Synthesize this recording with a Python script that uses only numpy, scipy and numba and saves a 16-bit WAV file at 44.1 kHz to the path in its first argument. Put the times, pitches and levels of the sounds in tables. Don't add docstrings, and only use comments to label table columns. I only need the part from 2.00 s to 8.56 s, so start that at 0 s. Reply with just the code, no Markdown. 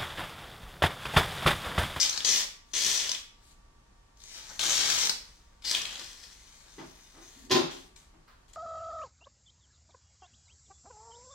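import sys
import numpy as np
from scipy import signal
from scipy.fft import rfft, irfft, next_fast_len
from scipy.io import wavfile
from scipy.ndimage import uniform_filter1d, map_coordinates
from numba import njit

SR = 44100
rng = np.random.default_rng(int(sys.argv[2]) if len(sys.argv) > 2 else 0)


def linear_from_db(decibels):
    return 10 ** (np.asarray(decibels, float) / 20)


def dump_mix(stems):
    frames = np.atleast_2d(stems).T
    limited = np.clip(frames, -1, 1)
    pcm = np.round(limited * 32767).astype(np.int16)
    wavfile.write(sys.argv[1], SR, pcm)


N = 289281

# pitch_hz, level_db
JET_COLOUR = [(1200, -19.5), (1900, -7), (2450, -2.5), (3100, 0), (4200, 0), (5200, -4.5), (6600, -2.5),
              (7800, -5), (9500, -21)]
# pitch_hz, level_db
GURGLE_COLOUR = [(120, -11.5), (250, -4.5), (600, -4), (1200, -1.5), (1900, -0.5), (2600, -20.5)]
# pitch_hz, level_db
AIR_COLOUR = [(6500, -19), (8000, 0.5), (10000, -3.5), (13000, -9.5), (16000, -17)]
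# pitch_hz, level_db, fade_by_60_db_s
TABLE_NOTES = [(163, -2.5, 0.52), (269.6, -5, 0.78), (336, 0, 0.44), (364, -5.5, 0.65), (400, -28, 0.35),
               (519, -14, 0.14)]


def unit(x):
    return x / np.sqrt(np.mean(x ** 2, axis=-1, keepdims=True))


def colour(x, points):
    hz, db = np.transpose(points)
    size = next_fast_len(x.shape[-1])
    bins_hz = np.arange(1, size // 2 + 2) * SR / size
    gain_db = np.interp(np.log(bins_hz), np.log(hz), db)
    return irfft(rfft(x, size) * linear_from_db(gain_db), size)[..., :x.shape[-1]]


def hiss(points):
    return unit(colour(rng.standard_normal(N), points))


def walk(rate_hz):
    hold = int(SR / rate_hz)
    steps = np.repeat(rng.standard_normal(N // hold + 1), hold)
    smooth = uniform_filter1d(uniform_filter1d(steps, hold), hold)
    return 1.27 * smooth[:N]


@njit
def svf(x, hz, width):
    y, band, low = np.empty(len(x)), 0., 0.
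    for i in range(len(x)):
        g = np.tan(np.pi * hz[i] / SR)
        k = width / hz[i]
        v = (band + g * (x[i] - low)) / (1 + g * (g + k))
        low = low + 2 * g * v
        band = 2 * v - band
        y[i] = k * v
    return y


def throat(gas, hz, width_hz):
    return unit(svf(svf(gas, hz, width_hz), hz, width_hz))


def gesture(rows, swell_s, swell_db, bend, open_s, shut_s):
    start_s, length_s, level_db, sag_db = np.transpose(rows)[:4, :, None]
    since = np.arange(N) / SR - start_s
    rising = np.clip(1 - since / swell_s, 0, 1)
    late = np.clip((since - swell_s) / np.maximum(length_s - swell_s, .01), 0, 1)
    gate = np.clip(np.minimum(since / open_s, (length_s - since) / shut_s + 1), 0, 1)
    level = linear_from_db(level_db - swell_db * rising ** 2 - sag_db * late ** bend)
    return (gate * level) ** 2, np.clip(since / length_s, 0, 1)


def valve():
    # start_s, length_s, level_db, sag_db, throat_hz
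    presses = [
        (-0.09, 0.2, -26, 17, 5620),
        (0.245, 0.2, -26, 12.5, 5600),
        (0.733, 0.46, -27.5, 19.5, 5850),
        (2.592, 0.48, -28, 0.5, 5600),
        (3.645, 0.21, -32.5, 20.5, 5250),
    ]
    # start_s, length_s, level_db, sag_db, throat_hz
    easings = [
        (1.3, 0.25, -60.5, 31, 7400),
        (2.16, 0.54, -45, 9.5, 5900),
        (0.62, 0.1, -52.5, 0.1, 6400),
    ]
    # start_s, length_s, level_db, sag_db, throat_hz
    dribbles = [(0.11, 0.29, -42, 4.5, 5350), (3.25, 0.37, -61, 14.5, 5600),
                (3.619, 0.015, -59.5, -4, 5100), (3.84, 0.2, -43.5, 1, 5350), (4.04, 0.23, -46, 11, 5600),
                (4.228, 0.1, -53, 3, 5600), (4.3, 0.98, -56.5, 3.5, 5950), (5.215, 0.25, -56, 2.5, 6900),
                (5.705, 0.18, -44.5, 21.5, 5580), (5.958, 0.16, -57, 18.5, 6450),
                (6.48, 0.051, -62.5, 11, 6870), (6.53, 0.05, -59.5, 3, 6870)]
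    kinds = [(presses, 0.075, 4, 2.62), (easings, 0.23, 26, 0.57), (dribbles, 0.008, -3, 1.1)]
    power, pitch = 1e-12, 1e-12 * 5800
    for rows, swell_s, swell_db, bend in kinds:
        p, through = gesture(rows, swell_s, swell_db, bend, open_s=0.0022, shut_s=0.016)
        hz = np.array(rows)[:, -1:] * (1 - 0.05 * (through - .5))
        power = power + p.sum(axis=0)
        pitch = pitch + (p * hz).sum(axis=0)
    return np.sqrt(power), pitch / power


def jet():
    # jet_db, gurgle_db, air_db, low_throat_hz, upper_part_db
    flow = [(-65.5, -4.5, -16, 1200, -5.5), (-72.5, -11, -3, 4000, 2.5), (-40, -6.5, -16.5, 2730, -3),
            (-43, -10, -18, 3000, -3), (-23, -16, -11.5, 3450, -2)]
    # time_s, extra_gurgle_db, extra_upper_db
    foam = [(0.0, 0, 0.5), (0.3, -0.5, 1), (0.74, -2.5, 0.5), (1.0, -3.5, 0.5), (1.5, -3.5, -0.5),
            (2.4, -4, 0.5), (2.62, 5, -0.5), (2.8, 0, 0), (3.05, 0, 1), (3.67, -3.5, 4), (3.76, 0.5, -3),
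            (4.1, -1, 0), (4.8, -0.5, -1), (5.3, 0.5, 6), (5.8, -1.5, -2.5)]
    gain, high_hz = valve()
    gain_db = 20 * np.log10(gain)
    flow_db, *colours = np.transpose(flow)
    gurgle_db, air_db, low_hz, high_db = (np.interp(gain_db, flow_db, c) for c in colours)
    foam_s, wet_db, upper_db = np.transpose(foam)
    t = np.arange(N) / SR
    gurgle_db = gurgle_db + np.interp(t, foam_s, wet_db)
    high_db = high_db + np.interp(t, foam_s, upper_db)
    tearing = linear_from_db(2.7 * walk(1500) + 0.64 * walk(200))
    gas = hiss(JET_COLOUR)
    share = np.clip(1.09 * linear_from_db(2 * high_db), .05, .95)
    low = throat(gas, low_hz * (1 + 0.045 * walk(20)), 1200.0)
    low = low * linear_from_db(2.5 * walk(40)) * (1 - share)
    high = throat(gas, high_hz * (1 + 0.04 * walk(20)), 1700.0)
    high = high * linear_from_db(2.0 * walk(40)) * share
    cap = unit(svf(gas, 2005.0 * (1 + 0.032 * walk(7.3)), 310.0))
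    cap = linear_from_db(-16 + 4.3 * walk(8.2)) * cap
    throats = linear_from_db(-0.5 + 0.15 * (gain_db + 32)) * (low + high)
    body = linear_from_db(-2.5) * hiss(JET_COLOUR) + throats + cap
    gurgle = linear_from_db(gurgle_db + 2.0 * walk(30.08)) * hiss(GURGLE_COLOUR)
    air = linear_from_db(air_db) * hiss(AIR_COLOUR)
    return gain * unit(tearing) * (body + gurgle + air)


def spits():
    # time_s, peak_db, pitch_hz
    plugs = [(0.061, -22.5, 5270), (0.095, -16.5, 6000), (0.14, -28, 4660), (0.162, -28, 4500),
             (0.176, -17, 5230), (0.205, -20, 2980), (0.2484, -13.5, 4920), (0.2726, -21.5, 5970),
             (0.789, -22, 5850), (0.8643, -13.5, 5800), (0.999, -20.5, 3220), (1.0931, -18, 4930),
             (1.1164, -18, 5800), (1.1482, -23, 3100), (2.2378, -38, 6460), (2.5936, -17, 3080),
             (2.9008, -15, 6740), (2.9215, -20.5, 5160), (3.1048, -23, 4700), (3.6233, -43, 2980),
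             (3.6505, -30.5, 3320), (3.7122, -14.5, 5060), (3.749, -14, 3070), (3.8178, -21, 5540),
             (3.8537, -21.5, 2630), (3.955, -31.5, 3530), (3.995, -30, 5160), (4.2386, -42, 3830),
             (5.9623, -41.5, 7800), (6.5338, -41.5, 6940)]
    # time_s, peak_db, pitch_hz
    pops = [(0.047, -21, 5670), (0.1287, -24.5, 4280), (0.2528, -26, 5860), (0.31, -31, 3140),
            (2.172, -51, 6240), (2.2023, -48, 4960), (2.218, -45, 4900), (3.095, -13, 5200),
            (3.642, -35, 3200), (3.771, -26, 3250), (3.908, -36, 3550), (4.2326, -44, 3940),
            (4.2514, -53, 3790), (4.27, -50, 5500)]
    puff_ms = 1.75
    out, t = np.zeros(N), np.arange(2048) / SR
    broad = hiss(JET_COLOUR) + linear_from_db(-10) * hiss(AIR_COLOUR) + linear_from_db(-9.5) * hiss(GURGLE_COLOUR)
    for time_s, peak_db, hz in list(plugs) + list(pops):
        i = int((time_s - .001) * SR)
        gas = broad[i:i + len(t)]
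        x = t[:len(gas)] * 1000 / puff_ms
        bright = svf(gas, np.full(len(gas), 1. * hz), 1200.)
        puff = x * np.exp(1 - x) * (.6 * gas + 1.8 * bright)
        out[i:i + len(t)] += linear_from_db(peak_db + 2.0) * puff / np.abs(puff).max()
    return out


def plate(x):
    return x - 0.4 * svf(x, np.full(N, 2680.), 300.)


def ports(x, lag):
    # pitch_hz, left_minus_right_db
    lean = [(100, 12), (700, 3.5), (2400, 4), (5000, 14), (15000, 3)]
    left, right = (colour(x, [(hz, side * db / 2) for hz, db in lean]) for side in (1, -1))
    return np.array([map_coordinates(left, [np.arange(N) - lag], order=3), right])


def echoes():
    # pitch_hz, fade_by_60_db_s
    room_fade = [(150, 0.47), (600, 0.46), (2000, 0.49), (5000, 0.4), (12000, 0.36)]
    fade_hz, fade_s = np.transpose(room_fade)
    t, tail = np.arange(32768) / SR, 0
    apart = np.array([[1], [-1]])
    for hz in 63 * 2 ** np.arange(9.):
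        t60 = np.interp(np.log(hz), np.log(fade_hz), fade_s)
        octave = [(hz / 2, -60), (hz / 1.45, -6), (hz / 1.3, 0),
                  (hz * 1.3, 0), (hz * 1.45, -6), (hz * 2, -60)]
        mid, side = unit(colour(rng.standard_normal((2, len(t))), octave))
        wide = np.clip(hz / 490.0, 0, 1)
        both = mid + wide * side * apart
        tail = tail + np.sqrt(hz) * both * np.exp(-np.log(1000) * t / t60)
    walls = np.clip((t - .003) / 0.0089, 0, 1)
    tail = tail * (walls + 1.56 * np.exp(-t / 0.0076))
    return tail / np.sqrt(np.sum(tail ** 2, axis=1, keepdims=True))


def room(x):
    turn = 2.07 * walk(4)
    parts = [x * np.cos(turn), x * np.sin(turn)]
    return sum(signal.fftconvolve(part[None], echoes(), axes=1)[:, :N] for part in parts)


def background():
    # pitch_hz, level_db
    quiet = [(15, -29.5), (25, -1), (40, -6.5), (55, -4.5), (77, -14.5), (228, -22.5), (542, -31),
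             (900, -28.5), (1400, -32), (2350, -38), (6720, -40), (9000, -46), (16000, -63)]
    # pitch_hz, level_db, phase_wander_rad
    fan = [(46, -68, 1.8), (926, -77.5, 0.72), (1156, -74, .6), (1820, -84, .7)]
    mid, side = (linear_from_db(0.5 * walk(2.3)) * colour(rng.standard_normal(N), quiet) for _ in range(2))
    side = colour(side, [(60, -22.5), (250, -5.5), (600, 1.0)])
    noise = mid + side * np.array([[1], [-1]])
    noise = linear_from_db(-60.5) * noise / np.sqrt(np.mean(mid ** 2))
    t, lines = np.arange(N) / SR, 0
    for hz, db, wander_rad in fan:
        level = linear_from_db(db + 3 - .7 * t + 1.5 * walk(5))
        lines = lines + level * np.sin(2 * np.pi * hz * t + wander_rad * walk(9))
    return noise + lines


def ring(x, modes):
    out = 0
    for hz, db, t60 in modes:
        pole = np.exp((2j * np.pi * hz - np.log(1000) / t60) / SR)
        out = out + linear_from_db(db) / np.sqrt(t60) * signal.lfilter([1], [1, -pole], x).imag
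    return out


def damped_notes():
    return [(hz, db, 0.28 * t60) for hz, db, t60 in TABLE_NOTES]


def knocks():
    # time_s, blow_db, crack_db, contact_ms
    blows = [
        (2.627, -36, -30, 17),
        (6.13, -54.5, -30, 25),
        (4.78, -34, -13, 22),
        (5.14, -47, -21, 45),
        (5.497, -33.5, 1.5, 4.7),
        (5.505, -19.5, -9, 12.8),
        (5.511, -15.5, 2, 9),
        (5.542, -16.5, -5.5, 23.2),
    ]
    # pitch_hz, level_db
    thud_colour = [(60, -49), (150, -34), (240, -8), (374, 4), (503, -15), (754, -6), (1010, -8),
                   (1700, -14), (2500, -18), (3400, -20), (5500, -90)]
    # pitch_hz, level_db
    crack_colour = [(1180, -46), (2000, -34), (2640, -6.5), (3310, -0.5), (4410, -2), (6470, -7.5),
                    (7980, -20), (16000, -32)]
    t = np.arange(N) / SR
    push, snap = np.zeros(N), np.zeros(N)
    for time_s, blow_db, crack_db, contact_ms in blows:
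        x = np.clip(t - time_s, 0, 1) * 1000 / max(contact_ms, 1)
        shape = linear_from_db(blow_db) * np.sqrt(x) * np.exp(-x)
        push = push + shape
        snap = snap + linear_from_db(crack_db) * shape
    ringing = linear_from_db(-36) * ring(push * rng.standard_normal(N), damped_notes())
    ringing = signal.sosfilt(signal.butter(3, 150., "high", fs=SR, output="sos"), ringing)
    thud = linear_from_db(16.5) * colour(push * rng.standard_normal(N), thud_colour)
    return ringing + thud + snap * hiss(crack_colour)


def sleeve():
    # start_s, length_s, level_db, sag_db
    strokes = [
        (5.23, 0.084, -80.5, 9),
        (6.27, 0.21, -57.5, 29),
    ]
    # pitch_hz, level_db
    cloth = [(400, -12.5), (800, -7), (1400, 4), (2000, -9.5), (4000, -10.5), (8000, -26.5)]
    power = gesture(strokes, 0.012, 18, 1.2, open_s=0.0073, shut_s=.03)[0].sum(axis=0)
    return np.sqrt(power) * linear_from_db(2.0 * walk(60)) * hiss(cloth)


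def creak():
    # start_s, length_s, level_db, sag_db
    leaning = [
        (5.35, 0.13, -55.5, -8),
    ]
    groan = unit(ring(rng.standard_normal(N), damped_notes()[1:2]))
    power = gesture(leaning, 0.026, 16, 2.5, open_s=0.01, shut_s=0.02)[0].sum(axis=0)
    return groan * np.sqrt(power)


def scene():
    can = plate(jet() + spits())
    wood = knocks() + sleeve() + creak()
    direct = linear_from_db(-4.0) * ports(can, 1.9 + 1.14 * walk(5)) + linear_from_db(-5) * wood
    return direct + room(linear_from_db(-3) * can + linear_from_db(-0.5) * wood) + background()


def top_cut(x):
    return signal.sosfilt(signal.butter(12, 16800, fs=SR, output="sos"), x)


def record(dry):
    low_pass = signal.ellip(10, .2, 70, 15850, fs=SR, output="sos")
    return top_cut(signal.sosfilt(low_pass, dry))


dry = scene()
out = record(dry)
dump_mix(out)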